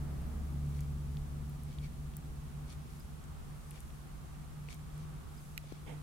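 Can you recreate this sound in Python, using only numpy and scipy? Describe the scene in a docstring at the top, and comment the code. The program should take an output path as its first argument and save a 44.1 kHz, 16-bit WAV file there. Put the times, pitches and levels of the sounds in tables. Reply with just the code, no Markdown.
"""A cat grooms a dog on soft bedding in a quiet room, about a metre from a phone.
Over steady room tone and a wavering hum, a distant engine drones past behind the walls and fades.
The cat's tongue makes tiny wet clicks and rasps through the fur; a collar tinks faintly now and then.
Two muffled swells follow, then a soft, dull thump close to the microphone and one smack of the tongue.
Two more thumps come, the loudest on the left like handling of the phone, and a paw rubs the blanket."""
import sys
import numpy as np
from scipy import signal
from scipy.fft import rfft, irfft, next_fast_len
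from scipy.io import wavfile

SR = 44100
rng = np.random.default_rng(int(sys.argv[2]) if len(sys.argv) > 2 else 0)


def wav_record(signal):
    """Record a signal, one row per channel, as 16-bit PCM in the file named by sys.argv[1]."""
    frames = np.transpose(np.atleast_2d(signal))
    bounded = np.clip(frames, -1, 1)
    # unit amplitude maps onto the largest positive 16-bit level
    quanta = np.round(bounded * 32767).astype(np.int16)
    wavfile.write(sys.argv[1], SR, quanta)


N = 265482
TIME = np.arange(N) / SR
TOP_HZ = 15800

# EQ of the room tone: (frequency [Hz], gain [dB])
ROOM_EQ = [(15, -10), (30, -9), (58, -2), (110, -9.5), (180, -10.5), (235, -19), (290, -19.5), (550, -29),
           (800, -26), (980, -28.5), (1150, -24.5), (1700, -34), (3000, -45.5), (6000, -57)]
# EQ of the microphone hiss: (frequency [Hz], gain [dB])
HISS_EQ = [(500, -6), (2400, 0.5), (3500, -1), (5000, -3.5), (7000, -3), (9200, -2), (12000, -5),
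           (15500, -11)]
# weak tones of the engine and its driven parts: (multiple of the firing rate, level re firing tone [dB])
ENGINE_PARTIALS = [(.5, -17.5), (3, -17.5), (3.38, -22.5), (4.27, -26), (5, -32.5), (6, -29)]
# EQ of the engine's rumble: (frequency [Hz], gain [dB])
RUMBLE_EQ = [(15, -2), (32, 8), (60, 9.5), (90, -9), (125, 1), (162, 4), (200, -8), (243, -1), (275, -16),
             (390, -17), (520, -21), (740, -20.5), (950, -26), (1800, -41)]
# EQ of the engine's brighter noise as it approaches: (frequency [Hz], gain [dB])
APPROACH_EQ = [(180, -6), (240, 6), (330, 2), (480, -6), (720, -4), (1000, -14), (1900, -17), (3500, -32)]
# wet tongue clicks: (time [s], peak level [dB], pitch [Hz])
TONGUE_CLICKS = [(.2185, -48, 11200), (.2668, -50, 14000), (.792, -49, 2500), (.807, -42, 7640),
                 (.8072, -43, 14000), (1.1706, -42, 3600), (1.496, -45, 13000), (1.635, -44.5, 10900),
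                 (1.786, -43, 3320), (2.1375, -50, 2900), (2.1676, -37.5, 9500), (2.1686, -36, 14200),
                 (2.9985, -47, 13000), (3.2405, -48.5, 7700), (3.709, -40, 10200), (3.7141, -48.5, 2840),
                 (3.805, -40.5, 9600), (3.905, -48.5, 2800), (4.6874, -40, 2500), (4.7444, -45, 8000),
                 (4.7446, -46, 14000), (4.979, -47, 10100)]
# tongue strokes through fur: (time [s], half length [s], level [dB], low-pass [Hz], mouth ring mix [dB])
LICK_STROKES = [(.767, 0.049, -69, 9000, -4), (1.723, .03, -66, 4500, -11), (1.845, .018, -63.5, 5000, 3),
                (2.714, 0.021, -58.5, 10000, -6.5), (2.927, .037, -69, 14000, -7),
                (3.767, .022, -62.5, 3600, -8), (4.718, .021, -56.5, 8900, -7),
                (4.99, 0.054, -68.5, 8000, -14), (5.713, 0.051, -66, 5000, -11)]
# EQ of the plucked hairs: (frequency [Hz], gain [dB])
RASP_EQ = [(600, 0), (1300, -6), (1850, 0.5), (2300, 1), (2750, -1), (3400, 4), (4500, 0.5), (5100, -0.5),
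           (5900, 3.5), (7000, -1), (9600, 1.5), (12000, -3), (16000, -16)]
# resonances of the half-open mouth during a stroke: (frequency [Hz], width [Hz], gain [dB])
LICK_FORMANTS = [(2264, 82, 7), (3170, 97, -12), (4350, 170, -2.5)]
# whiskers and cheek brushing the coat: (time [s], half length [s], level [dB])
CHEEK_BRUSHES = [(.76, .062, -71), (2.97, .088, -72), (3.743, 0.18, -68.5), (5.448, .11, -68)]
# light touches of the collar's metal fittings: (time [s], peak level [dB], pitch [Hz])
COLLAR_TINKS = [(1.787, -59, 3300), (3.003, -57.5, 4980), (5.3775, -57, 4950)]
# muffled swells in the low mids: (time [s], half length [s], level [dB])
MUFFLED_SWELLS = [(2.273, 0.11, -66), (2.865, 0.048, -67)]
# soft, dull thumps close to the microphone: (time [s], level [dB], pitch [Hz], left minus right [dB])
CLOSE_THUMPS = [(4.6868, -53, 290, 4), (5.641, -50, 510, -1), (5.7222, -43, 246, 19)]
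# EQ of the crunch in each thump: (frequency [Hz], gain [dB])
CRUNCH_EQ = [(150, -8), (330, 14), (650, -6), (1100, -9), (2400, -19), (4200, -14), (8000, -24),
             (15000, -31)]
# modes of the open mouth rung by a smack: (frequency [Hz], gain [dB], t60 [s])
SMACK_MODES = [(2000, 5, 0.0069), (2450, 4, 0.0078), (2800, -5.5, 0.014), (3380, -5, 0.0074),
               (3870, -3, 0.0079), (5650, -3.5, 0.005), (6100, -8, 0.0063), (7600, -3, .007),
               (8470, -3, 0.0055), (9800, -12, 0.0049), (12400, 9, 0.0028), (14800, 2, .0018)]
# EQ of a paw rubbing the blanket: (frequency [Hz], gain [dB])
RUB_EQ = [(150, 3.5), (380, -0.5), (470, 6), (560, -3.5), (900, -1.5), (1250, -21), (1500, -9), (1700, -17),
          (2100, -6.5), (2800, -14.5), (3200, -12), (4200, -27), (9000, -25), (15000, -39)]


def undb(db):
    """Decibels to gain."""
    return 10 ** (np.asarray(db) / 20)


def unit(x):
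    """Scale to rms 1."""
    return x / np.sqrt(np.mean(x ** 2))


def pan(db):
    """Left and right gains for a level difference; positive leans left."""
    return undb(np.array([[db], [-db]]) / 2)


def butter(x, order, hz, kind="low"):
    """Run a sound through a Butterworth filter."""
    return signal.sosfilt(signal.butter(order, hz, kind, fs=SR, output="sos"), x)


def wander(rate_hz):
    """Smooth random modulation of rms 1, rolling off above the given rate."""
    hz = np.arange(N // 2 + 1) * SR / N
    return unit(irfft(rfft(rng.standard_normal(N)) * np.exp(-(hz / rate_hz) ** 2), N))


def noise(eq, correlation, below_hz=20000):
    """Stereo noise of rms 1 shaped by an EQ; left and right are partly correlated below a frequency."""
    size = next_fast_len(N, real=True)
    hz = np.maximum(np.arange(size // 2 + 1) * SR / size, 1)
    eq_hz, eq_db = np.array(eq).T
    low_cut = np.minimum(hz / eq_hz[0], 1)
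    gain = undb(np.interp(np.log(hz), np.log(eq_hz), eq_db)) * low_cut
    likeness = correlation * np.exp(-(hz / below_hz) ** 4)
    mid, side = rfft(rng.standard_normal((2, size)))
    mid, side = mid * np.sqrt(1 + likeness), side * np.sqrt(1 - likeness)
    return unit(irfft(gain * np.array([mid + side, mid - side]), size)[:, :N])


def bell(s, half_s):
    """A bell-shaped envelope that peaks at time s and is at 61% half_s to either side."""
    return np.exp(-((TIME - s) / half_s) ** 2 / 2)


def push(s, attack_s):
    """An envelope that starts at time s, rises to 1 over the attack and dies away."""
    age = np.maximum(TIME - s, 0) / attack_s
    return age * np.exp(1 - age)


def ping(t, hz, t60):
    """One struck resonance: a sine that falls 60 dB in t60 seconds."""
    return np.sin(2 * np.pi * hz * t) * undb(-60 * t / t60)


def add(out, s, sound):
    """Mix a short stereo sound in at time s."""
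    start = int(s * SR)
    out[:, start:start + sound.shape[1]] += sound[:, :N - start]


def scatter(ring, tail_db, t60):
    """A click scaled to peak 1, trailed on each side by weak reflections from things close by."""
    t = TIME[:len(ring)]
    paths = undb(tail_db) * rng.standard_normal((2, len(t))) * undb(-60 * t / t60)
    paths[:, 0] = 1  # direct sound
    return signal.fftconvolve(paths, ring[None] / np.abs(ring).max(), axes=1)


def room_tone(air_db=-50.5, hiss_db=-63.5):
    """A bed of low room noise, its mids leaning right, under smooth microphone hiss."""
    air = undb(air_db + 1.03 * wander(1.2)) * noise(ROOM_EQ, correlation=.31, below_hz=107)
    mids = butter(air, 1, [450, 2200], "band")
    hiss = undb(hiss_db) * pan(.4) * noise(HISS_EQ, correlation=.065)
    return air - mids + pan(-3.5) * mids + hiss


def pass_by(fall_s, nearest_s=.59):
    """One-over-distance gain of a source passing in a line: 1 when nearest, 3 dB down fall_s later."""
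    return 1 / np.hypot(1, (TIME - nearest_s) / fall_s)


def engine(firing_hz=71.32, climb_hz_per_s=.3, tone_db=-40, rumble_db=-44, approach_db=-56):
    """A far engine goes by, brighter as it comes; walls pass mainly its low firing tones and rumble."""
    rate_hz = (firing_hz + climb_hz_per_s * TIME) * (1 + .002 * wander(7.07))
    phase = 2 * np.pi * np.cumsum(rate_hz) / SR
    dip_db = -17.5 * bell(.327, .11)  # the octave drops out once on the approach
    tones = undb(tone_db) * np.sin(phase) + undb(tone_db + dip_db) * np.sin(2 * phase)
    for order, db in ENGINE_PARTIALS:
        gain = undb(tone_db + db + 2.4 * wander(3.1))
        tones += gain * np.sin(order * phase + 2 * np.pi * rng.random())
    rumble = undb(rumble_db) * noise(RUMBLE_EQ, correlation=.78, below_hz=460)
    approach = undb(approach_db) * noise(APPROACH_EQ, correlation=.3) * bell(.18, .3)
    return np.sqrt(2) * tones * pass_by(fall_s=.49) + rumble * pass_by(fall_s=1.32) + approach


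def hum(hz=149.64, pitch_waver=.01229, start_db=-55, growth_db_per_s=.8, waver_db=2.2):
    """An unsteady, slowly growing hum that beats against the engine's octave."""
    phase = 2 * np.pi * np.cumsum(hz * (1 + pitch_waver * wander(9.08))) / SR
    lull_db = -5.5 * bell(3.85, .45)
    db = start_db + growth_db_per_s * TIME + lull_db + waver_db * wander(4.6)
    return np.sqrt(2) * undb(db) * np.sin(phase)


def tongue_clicks(base_hz=2000, base_width_hz=1050, left_db_per_octave=2.5):
    """Each saliva film that snaps gives a few cycles of one damped resonance; the high ones lean left."""
    out, t = np.zeros((2, N)), TIME[:SR // 40]
    attack = 1 - np.exp(-t / .0001)
    for s, db, hz in TONGUE_CLICKS:
        width_hz = base_width_hz * np.sqrt(hz / base_hz)
        ring = np.sin(2 * np.pi * hz * t) * np.exp(-np.pi * width_hz * t) * attack
        pan_db = left_db_per_octave * np.log2(hz / base_hz)
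        add(out, s, undb(db) * pan(pan_db) * scatter(ring, tail_db=-14.5, t60=.0076))
    return out


def licks(pan_db=2.5):
    """Tongue barbs pluck hairs in a grainy rasp that rings the mouth; the cheek brushes softly along."""
    hairs = unit(noise(RASP_EQ, correlation=.085) * undb(3.5 * wander(470)))
    mouth = unit(sum(undb(db) * signal.lfilter(*signal.iirpeak(hz, hz / width_hz, fs=SR), hairs)
                     for hz, width_hz, db in LICK_FORMANTS))
    rasps = np.zeros((2, N))
    for s, half_s, db, lowpass_hz, ring_db in LICK_STROKES:
        stroke = unit(butter(hairs, 2, lowpass_hz))
        rasps += undb(db) * bell(s, half_s) * (stroke + undb(ring_db) * mouth)
    coat = noise([(2500, -16), (6000, .5), (11000, 3), (16000, -8)], correlation=.26)
    grain = undb(2.7 * wander(810))
    brushes = coat * grain * sum(undb(db) * bell(s, half_s) for s, half_s, db in CHEEK_BRUSHES)
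    return pan(pan_db) * (rasps + brushes)


def collar(t60=.055, pan_db=1.2):
    """Small pieces of metal on the collar ring faintly as the head moves."""
    out, t = np.zeros((2, N)), TIME[:SR // 8]
    for s, db, hz in COLLAR_TINKS:
        add(out, s, undb(db) * pan(pan_db) * ping(t, hz, t60))
    return out


def muffled_swells():
    """A muffled rush rises and sinks twice."""
    rush = noise([(260, -10), (355, 3), (480, -3), (700, -26), (1100, -22), (2000, -35)], correlation=.43)
    return rush * sum(undb(db) * bell(s, half_s) for s, half_s, db in MUFFLED_SWELLS)


def close_thumps(thud_attack_s=.001028, crunch_attack_s=.0013, crunch_db=-5.5):
    """Short, dull thuds layered with a crunch; the loudest is on the left, like handling of the phone."""
    out, grit = np.zeros((2, N)), noise(CRUNCH_EQ, correlation=.48)
    for s, db, hz, pan_db in CLOSE_THUMPS:
        thud = -np.sin(2 * np.pi * hz * (TIME - s)) * push(s, thud_attack_s)
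        crunch = undb(crunch_db) * grit * push(s, crunch_attack_s)
        out += undb(db) * pan(pan_db) * (thud + crunch)
    return out


def tongue_smack(s=5.5776, db=-27.5, pan_db=-7.5, left_lag_s=.000282, low_cut_hz=1600):
    """The tongue peels from the palate and rings the whole mouth; the sound reaches the right first."""
    out, t = np.zeros((2, N)), TIME[:SR // 40]
    attack = 1 - np.exp(-t / .0002)
    ring = attack * sum(undb(mode_db) * ping(t, hz, t60) for hz, mode_db, t60 in SMACK_MODES)
    ring = butter(ring, 3, low_cut_hz, "high")  # so small a mouth radiates no bass
    left, right = scatter(ring, tail_db=-22, t60=.007)[:, :len(t)]
    left = np.interp(t - left_lag_s, t, left, left=0)
    add(out, s, undb(db) * pan(pan_db) * np.array([left, right]))
    return out


def paw_rub(s=5.86, attack_s=.028, db=-50.5, pan_db=-9.5):
    """A paw slides on the blanket: one short, grainy rub of cloth on the right."""
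    friction = noise(RUB_EQ, correlation=.17) * undb(db + wander(150))
    return pan(pan_db) * friction * push(s, attack_s)


def scene():
    """The room and the engine as a backdrop, the two animals close up."""
    backdrop = room_tone() + engine() + hum()
    grooming = tongue_clicks() + licks() + collar()
    return backdrop + grooming + muffled_swells() + close_thumps() + tongue_smack() + paw_rub()


def record(dry):
    """The phone cuts the top with a steep low-pass."""
    return signal.sosfilt(signal.ellip(10, .1, 70, TOP_HZ, fs=SR, output="sos"), dry)


dry = scene()
out = record(dry)
wav_record(out)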